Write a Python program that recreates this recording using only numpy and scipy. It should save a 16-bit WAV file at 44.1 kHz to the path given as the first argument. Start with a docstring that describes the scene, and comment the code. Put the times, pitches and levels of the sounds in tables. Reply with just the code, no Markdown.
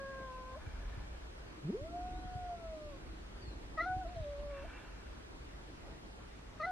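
"""Two cats outdoors in a breeze

One cat cries three times on a concrete step: clean harmonics that rasp at each start and flick up at each
end, with air let out as a cry closes. The first cry is already under way at 0 s; the end cuts the third.
A second cat growls (noise puffs ringing a chest) and glides up into a shut-mouthed moan. Wall and step lift
some pitches and cancel others. Wind buffets a two-port microphone over shaped-noise hiss, a thin whine,
gliding bird whistles and grainy rustles."""
import sys
import numpy as np
from scipy import signal
from scipy.fft import rfft, irfft, next_fast_len
from scipy.io import wavfile
from scipy.ndimage import uniform_filter1d, map_coordinates

SR = 44100
rng = np.random.default_rng(int(sys.argv[2]) if len(sys.argv) > 2 else 0)


def file_out(sig):
    """Save sig as 16-bit WAV at sys.argv[1]."""
    # one column per channel
    cols = np.atleast_2d(sig).T
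    # limit, then scale
    lim = np.clip(cols, -1, 1)
    pcm = np.round(lim * 32767).astype(np.int16)
    wavfile.write(sys.argv[1], SR, pcm)


N = 295911

ATTACK_S = 0.0091  # swell ahead of each cry


def amp(db):
    """dB to gain."""
    return 10 ** (np.asarray(db) / 20)


def unit(x):
    """Scaled to rms 1."""
    return x / np.sqrt(np.mean(x ** 2) + 1e-20)


def along(points, hz):
    """(Hz, value) points interpolated on a log frequency axis."""
    f, v = np.transpose(points)
    return np.interp(np.log(hz + 1), np.log(f + 1), v)


def curves(rows):
    """One value per sample for each column after the time."""
    s, *cols = np.transpose(rows)
    return [np.interp(np.arange(N) / SR, s, c) for c in cols]


def spans(tables, fade_s):
    """1 while a table runs, 0 between, with soft edges."""
    t = np.arange(N) / SR
    on = sum((t > rows[0][0] - fade_s) & (t < rows[-1][0] + fade_s) for rows in tables) > 0
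    return abs(uniform_filter1d(on * 1., round(fade_s * SR) + 1))


def wobble(rate_hz):
    """A smooth random curve, rate_hz knots a second."""
    knots = rng.standard_normal(int(N * rate_hz / SR) + 4)
    return map_coordinates(knots, [np.arange(N) * rate_hz / SR])


def filtered(x, response):
    """x times a complex response of frequency."""
    m = next_fast_len(N + SR // 2)
    return irfft(rfft(x, m) * response(np.fft.rfftfreq(m, 1 / SR)), m)[..., :N]


def resonant(x, modes):
    """x through parallel (Hz, width Hz, dB) resonances of alternating sign."""
    def response(f):
        total = 0
        for k, (centre, width, db) in enumerate(modes):
            damping = 1j * f * width
            total = total + (-1) ** k * amp(db) * damping / (centre ** 2 - f ** 2 + damping)
        return total
    return filtered(x, response)


def rush(spectrum, patchy_db):
    """Noise of rms 1 with time-frequency patches of random gain."""
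    z = signal.stft(rng.standard_normal(N), nperseg=512)[2]
    field = rng.standard_normal(z.shape)
    field = uniform_filter1d(uniform_filter1d(field, 6, 0), 12, 1)
    noise = signal.istft(z * amp(patchy_db * unit(field)), nperseg=512)[1][:N]
    return unit(filtered(noise, lambda hz: amp(along(spectrum, hz))))


def echoes(x, wet_db, t60_s):
    """x with the blurred answer of the house wall and the step: a decaying noise tail."""
    t = np.arange(SR // 4) / SR
    tail = rng.standard_normal(len(t)) * amp(-60 * t / t60_s)
    return x + amp(wet_db) * signal.fftconvolve(x, tail / np.linalg.norm(tail))[:N]


def shaped(rows):
    """A cry with its attack before; after it the mouth shuts, pitch flicks up, level releases."""
    attack_db = -28
    shut_s, shut_db = .009, -32  # the mouth closes early in the flick
    flick_s, flick_hz, flick_db = .023, 119.9, 0.5
    release_s, release_db = 0.0262, -23
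    (start, hz, db, mouth), (end, last_hz, last_db, _) = rows[0], rows[-1]
    attack = (start - ATTACK_S, hz, db + attack_db, mouth)
    shut = (end + shut_s, last_hz + flick_hz * shut_s / flick_s, last_db, shut_db)
    flick = (end + flick_s, last_hz + flick_hz, last_db + flick_db, shut_db)
    release = (flick[0] + release_s, last_hz + flick_hz / 2, last_db + release_db, shut_db)
    return [attack, *rows, shut, flick, release]


def voice(tables, path, jitter):
    """Pitch, overtone level, cycle angle, gate and makers of clean partials for one cat."""
    pitch_hz, effort_db, mouth_db = curves(np.vstack(tables))
    turn = 2 * np.pi * np.cumsum(pitch_hz * (1 + jitter * wobble(60))) / SR
    sounding = spans(tables, 0.0028)

    def partial(k, db, shake_db):
        level = np.sqrt(2) * amp(db + shake_db * wobble(50))
        return sounding * level * np.cos(k * turn)

    def low(k, shake_db):
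        db = effort_db + (k - 1) * mouth_db + along(path, k * pitch_hz)
        return partial(k, db, shake_db)

    return pitch_hz, effort_db + np.minimum(mouth_db, 0), turn, sounding, partial, low


def yowl():
    """Clean fold harmonics; the second is apart, since it reaches the ports from the side."""
    # One table per cry. Each row: time in seconds, pitch in Hz, effort in dB,
    # mouth in dB per overtone step (higher = more open, brighter overtones).
    cries = [
        [(-.4, 550, -50, 0), (0, 547.4, -47.5, 0), (.25, 530.3, -46.5, 0), (.31, 512.4, -44.5, 0),
         (.45, 515.6, -47, 0), (.553, 522.7, -47.5, 0)],
        [(3.778, 646.5, -43, -2.5), (3.792, 624, -46.5, 7), (3.814, 670, -41, -0.5), (3.826, 698, -41, -2.5),
         (3.85, 694, -40, -2), (3.864, 736, -40, -2.5), (3.92, 744.5, -39, -1.5), (4.0, 753, -46.5, -26),
         (4.015, 746, -46.5, -1.5), (4.043, 708, -40.5, -26), (4.06, 652, -46.5, -15), (4.09, 711, -42.5, -32),
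         (4.135, 718.6, -47, -34), (4.165, 674, -45.5, -34), (4.25, 585.5, -42.5, -31),
         (4.36, 569.4, -45.5, -19), (4.43, 586.5, -44, -24), (4.54, 564, -46, -8), (4.6, 551, -50, -6),
         (4.633, 566, -50, -10)],
        [(6.602, 623.5, -42, -3), (6.623, 610, -39.5, -1.5), (6.632, 652, -45, 0), (6.642, 671.6, -46, 1.5),
         (6.654, 673, -42, -0.5), (6.664, 716, -38.5, -9), (6.673, 741, -40, -3), (6.71, 740, -41, -2.5)],
    ]
    # Mouth colour of the high overtones. Each row: frequency in Hz, relative level in dB.
    mouth_colour = [(2480, -2), (2780, -13), (3550, -10), (3750, -7), (3950, 0), (4300, 0), (4520, -17),
                    (5150, -13), (6200, -19), (8000, -50)]
    # Gain from throat, wall and step on the low harmonics. Each row: frequency in Hz, gain in dB.
    cry_path = [(513, -11), (546, -0.5), (612, -5.5), (668, 2.5), (706, -15), (728, -1.5), (748, 2),
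                (1030, -4.5), (1090, -8.5), (1250, 2.5), (1330, -2.5), (1390, 3.5), (1480, -5), (1545, -18),
                (1640, -4.5), (1870, -9), (1990, 11), (2090, -12.5), (2220, -28)]
    # high overtones relative to the effort, strong only at the start
    rasp_db, rasp_hold_s, rasp_fall_db_per_s, rasp_rest_db = -20.5, 0.075, 350, -39

    voiced = voice([shaped(rows) for rows in cries], cry_path, jitter=.004)
    pitch_hz, bright_db, turn, sounding, partial, low = voiced
    t = np.arange(N) / SR
    starts = np.array([rows[0][0] for rows in cries]) - ATTACK_S
    age_s = t - starts[np.searchsorted(starts, t) - 1]
    fall_db = rasp_fall_db_per_s * np.maximum(age_s - rasp_hold_s, 0)
    high_db = bright_db + np.maximum(rasp_db - fall_db, rasp_rest_db)

    front = low(1, shake_db=0.66) + low(3.001, shake_db=1.36)
    for k in range(4, 11):  # flickering high overtones
        colour_db = along(mouth_colour, k * pitch_hz)
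        front += partial(k, high_db + colour_db + 1.5 * wobble(250), shake_db=2.5)
    # air hissing past the folds once a cycle
    air = rush([(500, -20), (1000, 7), (2200, 1)] + mouth_colour, patchy_db=3)
    front += sounding * amp(high_db) * (1 + np.cos(turn)) * air
    return front, low(2, shake_db=1.4)


def wind():
    """Lumpy low noise buffeting, with single pressure dips where an eddy hits the ports."""
    # Each row: time in seconds, buffet level in dB (common part 1 dB below, opposite part 18 dB below).
    buffets = [(0, -55.5), (.5, -49.5), (.98, -43.5), (1.3, -50), (1.58, -54.5), (1.85, -47.5),
               (2.35, -45.5), (2.7, -49), (3.45, -49.5), (4.35, -46.5), (4.65, -50.5), (6.71, -54)]
    # Sharp gusts. Each row: time in seconds (12 ms ahead of the dip's centre),
    # dip size in dB (4.5 dB is added).
    gusts = [(0.663, -40.5), (0.969, -40), (1.811, -41), (2.244, -43), (2.349, -36.5), (3.472, -43.5),
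             (3.895, -41), (3.958, -38), (4.161, -40), (4.196, -37.5)]
    # Each row: frequency in Hz, relative density in dB per Hz.
    rumble = [(12, -28.5), (25, -3.5), (40, 3.5), (54, 5.5), (70, -1), (120, -21.5), (250, -68)]

    buffet_db, = curves(buffets)
    thumps = np.zeros(N)
    u = np.arange(-SR // 50, SR // 50) / SR * np.pi * 80
    dip = (1 - 2 * u * u) * np.exp(-u * u)
    for s, db in gusts:
        thumps[round((s - .008) * SR):][:len(u)] -= amp(db + 4.5) * dip

    lumps = unit(amp(1.2 * wobble(14)) * rush(rumble, patchy_db=.3))
    mid = amp(buffet_db - 1) * lumps + thumps
    side_noise = rush([(30, -14.0), (110, 12.5), (250, -34.0)], patchy_db=0.5)
    side = amp(buffet_db - 18.0) * unit(amp(7.8 * wobble(9.7)) * side_noise)
    side += 25 * np.gradient(thumps)  # an eddy passes one port before the other
    return np.array([mid + side, mid - side])


def hiss():
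    """Far leaves and traffic as noise, its opposite part stronger in the treble, and a thin whine."""
    # Hiss common to both ports. Each row: frequency in Hz, relative density in dB per Hz.
    far = [(50, -44), (95, 1.5), (300, -4), (420, -6), (780, -10.5), (1700, -16), (5000, -26.5),
           (9500, -36.5), (12000, -45), (14000, -65)]
    # Hiss opposite in the ports. Each row: frequency in Hz, relative density in dB per Hz.
    wide = [(40, -37), (140, -7), (264, -0.5), (400, -1), (740, -6.5), (1200, -6.5), (4500, -17),
            (10000, -28.5), (14000, -29)]
    # Each row: frequency in Hz, level in dB rms (it wavers).
    whine_tones = [(4118, -88.5), (8242, -89.5)]

    mid = amp(-56.5 + 0.083 * wobble(0.55)) * rush(far, patchy_db=1.73)
    side = amp(-57 + 0.64 * wobble(2.11)) * rush(wide, patchy_db=0.0)
    t = np.arange(N) / SR
    whine = np.zeros(N)
    for hz, db in whine_tones:
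        level = np.sqrt(2) * amp(db + 1.5 * wobble(7.2))
        whine += level * np.sin(2 * np.pi * hz * t + 1.2 * wobble(15))
    return np.array([mid + side, mid - side]) + whine


def breath():
    """Turbulent, fluttering air through nose and mouth, beginning as the cry closes and outlasting it."""
    # Each row: start in seconds, hold in seconds, level in dB, mouth whistle in dB.
    breaths = [(0.515, 0.34, -62, -10), (4.46, 0.18, -56, 3.5)]
    # Nose resonances. Each row: frequency in Hz, width in Hz, relative level in dB.
    nose = [(890, 155, -0.5), (1470, 180, 2.5), (1735, 134, 2.5), (2338, 88, 1), (3080, 490, -11.5)]
    swell_s, fade_db_per_s = 0.13, 39
    whistle_hz, whistle_width_hz = 2705, 40

    t, out = np.arange(N) / SR, np.zeros(N)
    for s, hold_s, db, whistle_db in breaths:
        fade_db = fade_db_per_s * np.maximum(t - s - swell_s - hold_s, 0)
        level = np.clip((t - s) / swell_s, 0, 1) * amp(db - fade_db)
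        eddies = amp(2 * wobble(90)) * rush([(2000, 0)], patchy_db=2)
        modes = sorted(nose + [(whistle_hz, whistle_width_hz, whistle_db)])
        out += level * unit(resonant(eddies, modes))
    return out


def growl():
    """Slow uneven fold flaps, each a puff of noise that rings the chest."""
    # Each row: bout start in seconds, end in seconds, level in dB.
    bout_rows = [(1.46, 1.652, -60), (1.777, 2.258, -55.5), (2.73, 3.213, -59.5), (3.427, 4.096, -58),
                 (4.53, 4.793, -60), (5.306, 6.276, -65)]
    # Each row: frequency in Hz, width in Hz, level in dB (rms scaling cancels it).
    chest = [(317, 80, -11)]

    t = np.arange(N) / SR
    steps = sum(amp(db) * ((t > start) & (t < end)) for start, end, db in bout_rows)
    bouts = uniform_filter1d(steps, round(.08 * SR))
    flaps = np.cumsum(23 * (1 + .15 * wobble(8))) / SR  # about 23 a second
    puffs = (0.6 + np.exp(-5 * (flaps % 1))) * rng.standard_normal(N)
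    return bouts * unit(resonant(resonant(puffs, chest), chest))


def birds():
    """Far gliding whistles that flutter in pitch and level, with echoes."""
    # Each row: start in seconds, length in seconds, start pitch in Hz, end pitch in Hz,
    # level in dB before flutter and panning.
    chirps = [(1.46, .07, 4600, 4300, -74), (2.12, .1, 3610, 4020, -69.5), (2.225, 0.047, 3210, 3300, -68),
              (2.315, .035, 3260, 3200, -69.5), (3.355, 0.19, 4960, 3970, -65.5)]

    out, flutter = np.zeros(N), 1 + .012 * wobble(120)
    for s, length_s, start_hz, end_hz, db in chirps:
        first = round(s * SR)
        u = np.linspace(0, 1, round(length_s * SR))
        hz = (start_hz + (end_hz - start_hz) * u) * flutter[first:][:len(u)]
        swell = np.sin(np.pi * u ** 1.4) ** .4
        out[first:][:len(u)] += amp(db) * swell * np.sin(2 * np.pi * np.cumsum(hz) / SR)
    out *= amp(2.5 * wobble(70))
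    return echoes(out, wet_db=-6.0, t60_s=0.32)


def moan():
    """A hummed glide: the fundamental and two fluttering overtones."""
    # Each row: time in seconds, pitch in Hz, effort in dB, mouth in dB per overtone step.
    glide = [(1.635, 124.9, -55, -6), (1.65, 145.7, -47, -7), (1.675, 155, -44, -4.5),
             (1.705, 209, -47.5, -2.5), (1.72, 298.5, -43, -28), (1.75, 406, -44.5, -28),
             (1.78, 518, -45.5, -27), (1.86, 652, -43.5, -37), (1.89, 671, -44, -17),
             (1.96, 703.6, -43, -26), (2.05, 725.4, -42, -25), (2.19, 735, -47.5, -17),
             (2.39, 728, -43, -19.5), (2.5, 707, -42.5, -23), (2.63, 664, -42, -25), (2.8, 613.4, -46, -20),
             (2.91, 582, -48, -19.5), (2.945, 543, -52, -19), (2.975, 530, -59, -20)]
    # Gain from throat, wall and step. Each row: frequency in Hz, gain in dB.
    moan_path = [(120, -3), (210, 13), (300, -3.5), (410, 10), (524, -6.5), (638, -2.5), (660, -7),
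                 (677, -18.5), (692, -5), (704, -1), (740, -6), (1095, 7.5), (1200, -1.5), (1265, -7),
                 (1310, 2), (1340, -2.5)]
    low = voice([glide], moan_path, jitter=0.0016)[-1]
    return low(1, shake_db=1.2) + low(2, shake_db=1.2) + low(3, shake_db=4) / 2


def rustles():
    """Short soft puffs of grainy noise."""
    # Each row: centre in seconds, level in dB before graininess.
    puff_rows = [(4.084, -67), (4.16, -66), (4.23, -65), (4.3, -67), (4.395, -66)]
    # Each row: frequency in Hz, relative density in dB per Hz.
    colour = [(600, -25), (1500, -4), (3450, -8), (3750, -2), (4100, -8), (5500, -19), (9000, -65)]
    t = np.arange(N) / SR
    shape = sum(amp(db) * np.exp(-((t - s) / 0.027) ** 2) for s, db in puff_rows)
    return shape * amp(2.4 * wobble(300)) * rush(colour, patchy_db=3)


def scene():
    """The cats in front, birds off to one side."""
    front, second = yowl()
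    near = echoes(front, wet_db=-16, t60_s=0.15) + echoes(moan(), wet_db=-15, t60_s=0.2)
    # the second harmonic leans to one side: dB per port
    sideways = echoes(second, wet_db=-11.5, t60_s=0.19) * amp([[1.6], [-1.6]])
    cat = near + sideways + breath()
    panned_birds = birds() * np.array([[2], [-.2]])
    return cat + growl() + rustles() + panned_birds + wind() + hiss()


def record(dry):
    """Nothing passes above the band limit; a small constant offset is added."""
    top_hz = 14200
    return filtered(dry, lambda hz: hz < top_hz) + 0.00024


dry = scene()
out = record(dry)
file_out(out)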